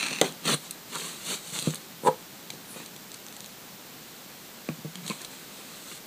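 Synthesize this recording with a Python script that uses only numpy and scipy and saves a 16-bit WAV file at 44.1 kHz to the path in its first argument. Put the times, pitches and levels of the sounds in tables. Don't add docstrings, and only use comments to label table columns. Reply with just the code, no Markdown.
import sys
import numpy as np
from scipy import signal
from scipy.fft import rfft, irfft
from scipy.io import wavfile
from scipy.ndimage import uniform_filter1d, map_coordinates

SR = 44100
rng = np.random.default_rng(int(sys.argv[2]) if len(sys.argv) > 2 else 0)


def wrap_up_sound(samples):
    columns = np.atleast_2d(samples).T
    tamed = np.clip(columns, -1, 1)
    steps = np.round(tamed * 32767).astype(np.int16)
    wavfile.write(sys.argv[1], SR, steps)


N = 267334


# t/s, level/dB
ETCHING_CATCHES = [(.008, -20), (.027, -34), (.0365, -29), (.063, -26), (0.067, -24.5), (.107, -26),
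                   (.129, -26), (.186, -30.5)]
# f/Hz, width/Hz, level/dB
BLADE_RESONANCES = [(267, 153, -0.5), (1280, 220, -1.5), (2120, 410, 0), (2640, 340, 3.5), (4020, 590, 0.5),
                    (5730, 1100, -1.5), (7400, 820, -4.5), (8400, 300, -3), (9070, 1200, -9)]
SCRAPE_DB, SCRAPE_SAG_DB_PER_S, SCRAPE_END_S, SCRAPE_FALL_S = -30, 39, 0.2, .035
CATCH_S = 0.0048


def scraper():
    t = np.arange(N) / SR
    pressure = undb(SCRAPE_DB - SCRAPE_SAG_DB_PER_S * t)
    force = pressure * stroke(0, SCRAPE_FALL_S, SCRAPE_END_S, SCRAPE_FALL_S)
    for s, db in ETCHING_CATCHES:
        add(force, s, undb(db) * np.exp(-2 * t[:SR // 10] / CATCH_S))
    slips = unit(grit(rate=6000, spread_db=2.5, chatter_hz=302, chatter_db=1.0))
    steady_level = np.std(body(slips, BLADE_RESONANCES))
    return body(slips * force, BLADE_RESONANCES) / steady_level


# t/s, peak level/dB, contact/s
RIM_SNAPS = [(.2139, -4.5, 0.00028), (.2152, -11, 0.00096), (.244, -19.5, 0.00053)]
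# f/Hz, level/dB, t60/s
PLATE_MODES = [(257, -5.5, 0.079), (335, -17, .08), (395, -2, 0.095), (445, -1.5, 0.1), (497, 0, 0.026),
               (762, -4.5, 0.059), (1210, -7, 0.025), (1414, -10.5, 0.033), (1990, 4.5, 0.013),
               (2620, -1.5, 0.02), (3540, -4, 0.029), (3780, -8, 0.05), (6260, 12.5, 0.0098)]


def snap():
    return knocks(RIM_SNAPS, PLATE_MODES, rattle_db=-1, rattle_t60=0.21, rattle_hz=515)


# t/s at full speed, rise/s, hold/s, fall/s, level/dB
HARD_WIPES = [(0.245, 0.019, 0.018, 0.078, -32), (0.454, .003, .002, 0.023, -32),
              (0.483, 0.048, 0.063, 0.0099, -23)]
# t/s at full speed, rise/s, hold/s, fall/s, fibre hiss level/dB, dull rub level/dB
LIGHT_BRUSHES = [(0.647, .12, .015, .07, -45, -52.5), (0.944, 0.065, .12, 0.22, -36, -42.5),
                 (1.295, 0.089, .045, 0.062, -31, -36), (1.471, 0.093, .03, .1, -41.5, -54),
                 (1.546, .04, 0.053, .12, -34, -41.5), (1.659, .04, .008, 0.15, -37.5, -46),
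                 (2.071, 0.024, 0.0073, 0.018, -33.5, -40), (2.77, 0.082, .04, 0.1, -46.5, -46.5),
                 (5.08, 0.077, .035, 0.12, -40, -45), (5.213, .04, .008, 0.067, -46, -47.5),
                 (5.317, .05, .015, 0.27, -47.5, -51.5), (5.555, 0.12, 0.21, 0.18, -51, -56),
                 (5.897, .16, 0.077, .025, -44, -52.5)]
# f/Hz, level/dB per Hz
WIPE_SPECTRUM = [(70, -49), (140, 13), (220, 13), (450, 7.5), (700, -3.5), (1250, 1), (1800, -2), (2700, 1),
                 (4000, 1.5), (7200, -0.5), (9600, -3), (10800, -16), (15000, -12.5)]
FIBRE_SPECTRUM = [(1500, -26), (3000, -6), (3900, -1), (6000, -4), (7000, 0.5), (8200, -1.5), (9600, -8),
                  (11000, -11.5), (15000, -19)]
RUB_SPECTRUM = [(80, -41), (170, 5.5), (450, 3.5), (700, -9), (1050, 2), (1700, -4), (2600, -0.5),
                (3600, -8), (6000, -35)]


def towel():
    wipe = unit(colour(grit(rate=12000, spread_db=1.7, chatter_hz=309, chatter_db=1.6), WIPE_SPECTRUM))
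    fibres = unit(colour(grit(rate=10000, spread_db=1.8, chatter_hz=148.0, chatter_db=0.5), FIBRE_SPECTRUM))
    rub = unit(colour(grit(rate=6500, spread_db=2.5, chatter_hz=79.46, chatter_db=4.0), RUB_SPECTRUM))
    out = np.zeros(N)
    for s, rise, hold, fall, db in HARD_WIPES:
        out += stroke(s, rise, hold, fall) * undb(db) * wipe
    for s, rise, hold, fall, hiss_db, rub_db in LIGHT_BRUSHES:
        out += stroke(s, rise, hold, fall) * (undb(hiss_db) * fibres + undb(rub_db) * rub)
    return out


# t/s, peak level/dB, contact/s
TABLE_BLOWS = [(.114, -24.5, 0.0013), (.216, -14, 0.0033), (.956, -30.5, 0.00095), (1.523, -29.5, 0.008),
               (1.622, -30, 0.0027), (1.6725, -7.5, 0.0049), (2.035, -25.5, 0.0015), (2.081, -21.5, 0.0027),
               (2.535, -30.5, 0.0016), (2.761, -29.5, 0.00057), (2.801, -31.5, .0006),
               (4.6882, -19.5, 0.00025), (4.6905, -15, 0.0065), (4.787, -33, .005), (4.847, -21, 0.0068),
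               (4.854, -27, 0.0021), (5.0992, -23.5, 0.00091)]
# f/Hz, level/dB, t60/s
TABLE_MODES = [(160.7, -9.5, 0.19), (195, -8.5, 0.095), (221, -6.5, 0.053), (245, -5, 0.1), (325, 0, 0.056),
               (375, -0.5, 0.04), (459, -3, 0.11), (504, 1.5, 0.048), (620, -13, 0.037),
               (1120, -1.5, 0.049), (2500, 9.5, 0.012)]


def table_bumps():
    return knocks(TABLE_BLOWS, TABLE_MODES, rattle_db=7.5, rattle_t60=0.068, rattle_hz=416)


# t/s, peak level/dB, contact/s
STAMPER_JUDDER = [(2.035, -31, 0.0021), (2.0445, -43, .0012), (2.0495, -20, 0.0017), (2.0605, -14, 0.0016),
                  (2.0692, -11, 0.00092), (2.0715, -15, 0.00029), (2.0765, -18, 0.00024),
                  (2.0832, -8, 0.001)]
# f/Hz, level/dB, t60/s
STAMPER_MODES = [(445.5, -11, 0.15), (531, -6, 0.11), (509, -0.5, 0.089), (672, -5.5, 0.057),
                 (867, 2.5, 0.068), (940, -14, .05), (961, 6, 0.083), (1140, -22, 0.054), (1256, -9, 0.091),
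                 (1646, -3, 0.036), (2290, -5.5, 0.033), (2650, -25, .03)]


def stamper_judder():
    return knocks(STAMPER_JUDDER, STAMPER_MODES, rattle_db=-3, rattle_t60=0.12, rattle_hz=1200)


# t/s at the middle, level/dB, length/s, f/Hz, width/Hz of each of two filter passes
GRIP_SHUDDERS = [(.481, -30.5, 0.0072, 3950, 600), (.4945, -24.5, 0.0067, 1244, 400),
                 (.536, -27.5, 0.014, 4000, 600), (.545, -28.5, 0.012, 9040, 1300),
                 (.959, -36, 0.02, 1130, 700), (1.322, -40, 0.032, 440, 260), (4.98, -45, 0.04, 178, 50),
                 (5.032, -37, 0.033, 185, 40), (5.109, -35, 0.017, 205, 90)]


def grips():
    out, t = np.zeros(N), np.arange(-SR // 8, SR // 8) / SR
    for s, db, length, hz, width_hz in GRIP_SHUDDERS:
        once = resonate(rng.standard_normal(len(t)), hz, width_hz)
        shudder = unit(resonate(once, hz, width_hz))
        add(out, s + t[0], undb(db) * shudder * np.exp(-2 * (t / length) ** 2))
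    return out


# f/Hz, width/Hz, level/dB
PAD_RESONANCES = [(203, 47, 17.5), (530, 100, 5), (1044, 95, 13.5), (1240, 110, 7), (2220, 88, 10.5),
                  (2690, 130, 6.5)]
PEEL_S, PEEL_LENGTH_S, PEEL_DB, PEEL_GROWTH_DB_PER_S, PEEL_EDGE_S = 5.0985, 0.0189, -34.5, 270, 0.0024


def peel():
    tears = grit(rate=2400, spread_db=3.0, chatter_hz=300, chatter_db=0.5)
    pulled_s = np.clip(np.arange(N) / SR - PEEL_S, 0, PEEL_LENGTH_S)
    pull = undb(PEEL_DB + PEEL_GROWTH_DB_PER_S * pulled_s)
    pull = pull * stroke(PEEL_S, PEEL_EDGE_S, PEEL_LENGTH_S, PEEL_EDGE_S)
    return unit(body(tears, PAD_RESONANCES)) * pull


# t/s, peak level/dB, t60/s, tilt/dB per octave
CONTACT_TICKS = [(0.2136, -1, 0.0097, 0.5), (0.2164, -13, 0.014, -8.5), (0.3232, -28, 0.0094, 1),
                 (0.709, -17, 0.013, 7.5), (1.589, -12.5, 0.0076, -2), (1.596, -17, .012, 6),
                 (1.625, -16.5, 0.0054, 2), (1.7058, -21, .008, 3), (1.7448, -20, 0.01, 3),
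                 (1.756, -22, 0.015, 3.5), (2.503, -20, 0.013, -1.5), (2.537, -30.5, 0.024, 4),
                 (2.86, -28, 0.021, 1.5), (2.963, -28.5, 0.012, -3.5), (4.6883, -22, 0.011, -7),
                 (4.9553, -22, 0.011, -2), (5.064, -23, 0.016, -2.5), (5.0782, -19.5, 0.017, -0.5),
                 (5.0988, -17.5, .008, -1), (5.2163, -25.5, 0.015, 0), (5.247, -23.5, 0.024, -0.5)]


def ticks():
    out = np.zeros(N)
    for s, db, t60, tilt_db in CONTACT_TICKS:
        add(out, s, undb(db) * crack(t60, tilt_db))
    return out


# t/s, peak level/dB
CASING_CREAKS = [(3.1173, -23.5), (3.1425, -24), (3.146, -26), (3.2653, -24.5), (3.2845, -26.5),
                 (3.3258, -26), (3.366, -25), (3.4054, -22), (3.4442, -26), (3.4606, -25.5)]
CREAK_T60_S, CREAK_TILT_DB = .0048, .5


def creaks():
    out = np.zeros(N)
    for s, db in CASING_CREAKS:
        add(out, s, undb(db) * crack(CREAK_T60_S, CREAK_TILT_DB))
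    return out


# f/Hz, level/dB per Hz
TICK_SPECTRUM = [(200, -5.5), (1500, -11.5), (2800, -1.5), (4000, 4), (6300, 3.5), (8500, 2), (10500, -7.5),
                 (15000, -17.5)]


def crack(t60, tilt_db):
    t = np.arange(SR // 20) / SR
    burst = rng.standard_normal(len(t)) * fade(t, t60) * (1 - np.exp(-t / 0.00027))
    sound = colour(burst, TICK_SPECTRUM, tilt_db)
    return sound / np.abs(sound).max()


# t/s at full speed, rise/s, hold/s, fall/s, level/dB, f/Hz at the centre of the swish
FINGER_SLIDES = [(2.059, .035, .02, 0.014, -38.5, 8600), (2.71, .08, .012, .11, -46, 9900)]
SLIDE_BAND_OCTAVES = 0.4


def slides():
    out, noise = np.zeros(N), rng.standard_normal(N)
    for s, rise, hold, fall, db, hz in FINGER_SLIDES:
        edges = hz * 2 ** (SLIDE_BAND_OCTAVES * np.array([-.5, .5]))
        swish = signal.sosfilt(signal.butter(2, edges, btype="band", fs=SR, output="sos"), noise)
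        out += undb(db) * unit(swish) * stroke(s, rise, hold, fall)
    return out


def hand_echo(x, lag_s, echo_db):
    lag = lag_s * SR * np.exp(0.189 * uniform_filter1d(walk(rate=5), size=4000))
    echo = map_coordinates(x, [np.arange(N) - lag], order=3)
    return (x + undb(echo_db) * echo) / np.hypot(1, undb(echo_db))


ROOM_T60_S, ROOM_DB = 0.18, -13


def room(x):
    t = np.arange(SR // 2) / SR
    tail = rng.standard_normal(len(t)) * fade(t, ROOM_T60_S) * (t > .005)
    tail = colour(tail / np.linalg.norm(tail), [(200, 2), (1000, -1), (4000, 2), (12000, 0)])
    return undb(ROOM_DB) * signal.fftconvolve(x, tail)[:N]


# f/Hz, level/dB per Hz
AIR_SPECTRUM = [(30, -19.5), (60, -20), (100, -12), (130, -4), (200, 1), (310, -4), (550, -7), (1100, -9.5),
                (2700, -12), (4100, -10.5), (5200, -13.5), (7600, -13.5), (10200, -19.5), (13800, -13.5)]
AIR_DB = -44.5


def background():
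    return undb(AIR_DB) * unit(colour(rng.standard_normal(N), AIR_SPECTRUM))


def knocks(events, modes, rattle_db, rattle_t60, rattle_hz):
    out, t = np.zeros(N), np.arange(SR // 3) / SR
    ring = sum(undb(db) * np.sin(2 * np.pi * hz * t) * fade(t, t60) for hz, db, t60 in modes)
    ring = ring * (1 - np.exp(-t / 0.00039))
    for s, db, contact in events:
        push = t * np.exp(-2 * np.pi * t / contact)
        crowd = resonate(rng.standard_normal(len(t)), rattle_hz, 1040)
        rattle = undb(rattle_db) * crowd * fade(t, rattle_t60)
        sound = signal.fftconvolve(ring + rattle, push)[:len(t)]
        add(out, s, undb(db) * sound / np.abs(sound).max())
    return out


def grit(rate, spread_db, chatter_hz, chatter_db):
    slips = (rng.random(N) < rate / SR) * rng.choice([-1, 1], N)
    return slips * undb(spread_db * rng.exponential(size=N) + chatter_db * walk(chatter_hz))


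STROKE_RANGE_DB = 20


def stroke(s, rise, hold, fall):
    t = np.arange(N) / SR
    away = np.maximum(s - t, 0) / rise + np.maximum(t - s - hold, 0) / fall
    return undb(-STROKE_RANGE_DB * np.minimum(away, 10))


def body(x, resonances):
    out = np.zeros(len(x))
    for k, (hz, width_hz, db) in enumerate(resonances):
        out += (-1) ** k * undb(db) * resonate(x, hz, width_hz)
    return out


def resonate(x, hz, width_hz):
    return signal.lfilter(*signal.iirpeak(hz, hz / width_hz, fs=SR), x)


def colour(x, points, tilt_db=0):
    size = 4096
    hz, db = np.transpose(points)
    octave = np.log2(np.maximum(np.fft.rfftfreq(size, 1 / SR), 1))
    gain = undb(np.interp(octave, np.log2(hz), db + tilt_db * np.log2(hz / hz[0])))
    cepstrum = irfft(np.log(gain))
    cepstrum[1:size // 2] *= 2
    cepstrum[size // 2 + 1:] = 0
    response = irfft(np.exp(rfft(cepstrum)))
    return signal.fftconvolve(x, response)[:len(x)]


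def walk(rate):
    return np.interp(np.arange(N) / SR * rate, np.arange(N), rng.standard_normal(N))


def fade(t, t60):
    return np.exp(-np.log(1000) * t / t60)


def undb(db):
    return 10 ** (np.asarray(db) / 20)


def unit(x):
    return x / np.sqrt(np.mean(x ** 2))


def add(track, s, sound):
    start = max(int(s * SR), 0)
    track[start:start + len(sound)] += sound[:N - start]


# f/Hz, level/dB
PORT_RESPONSE = [(3000, 0.5), (4350, 1), (4750, -5.5), (5080, -17), (5500, -8), (6200, -0.5), (7000, -5),
                 (8200, -0.5), (10000, -0.5), (11000, -1)]
LOW_CUT_HZ = 137


def scene():
    rubbing = scraper() + towel() + slides()
    near = hand_echo(rubbing, lag_s=0.001395, echo_db=-9.5)
    near += ticks() + creaks() + peel() + grips()
    near += snap() + table_bumps() + stamper_judder()
    near = colour(near + room(near), PORT_RESPONSE)
    near = signal.sosfilt(signal.butter(N=6, Wn=LOW_CUT_HZ, btype="high", fs=SR, output="sos"), near)
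    return np.tile(near + background(), (2, 1))


TOP_HZ = 15300


def record(dry):
    clipped = np.clip(dry, -1, 1)
    return signal.sosfilt(signal.ellip(12, .1, 70, TOP_HZ, fs=SR, output="sos"), clipped)


dry = scene()
out = record(dry)
wrap_up_sound(out)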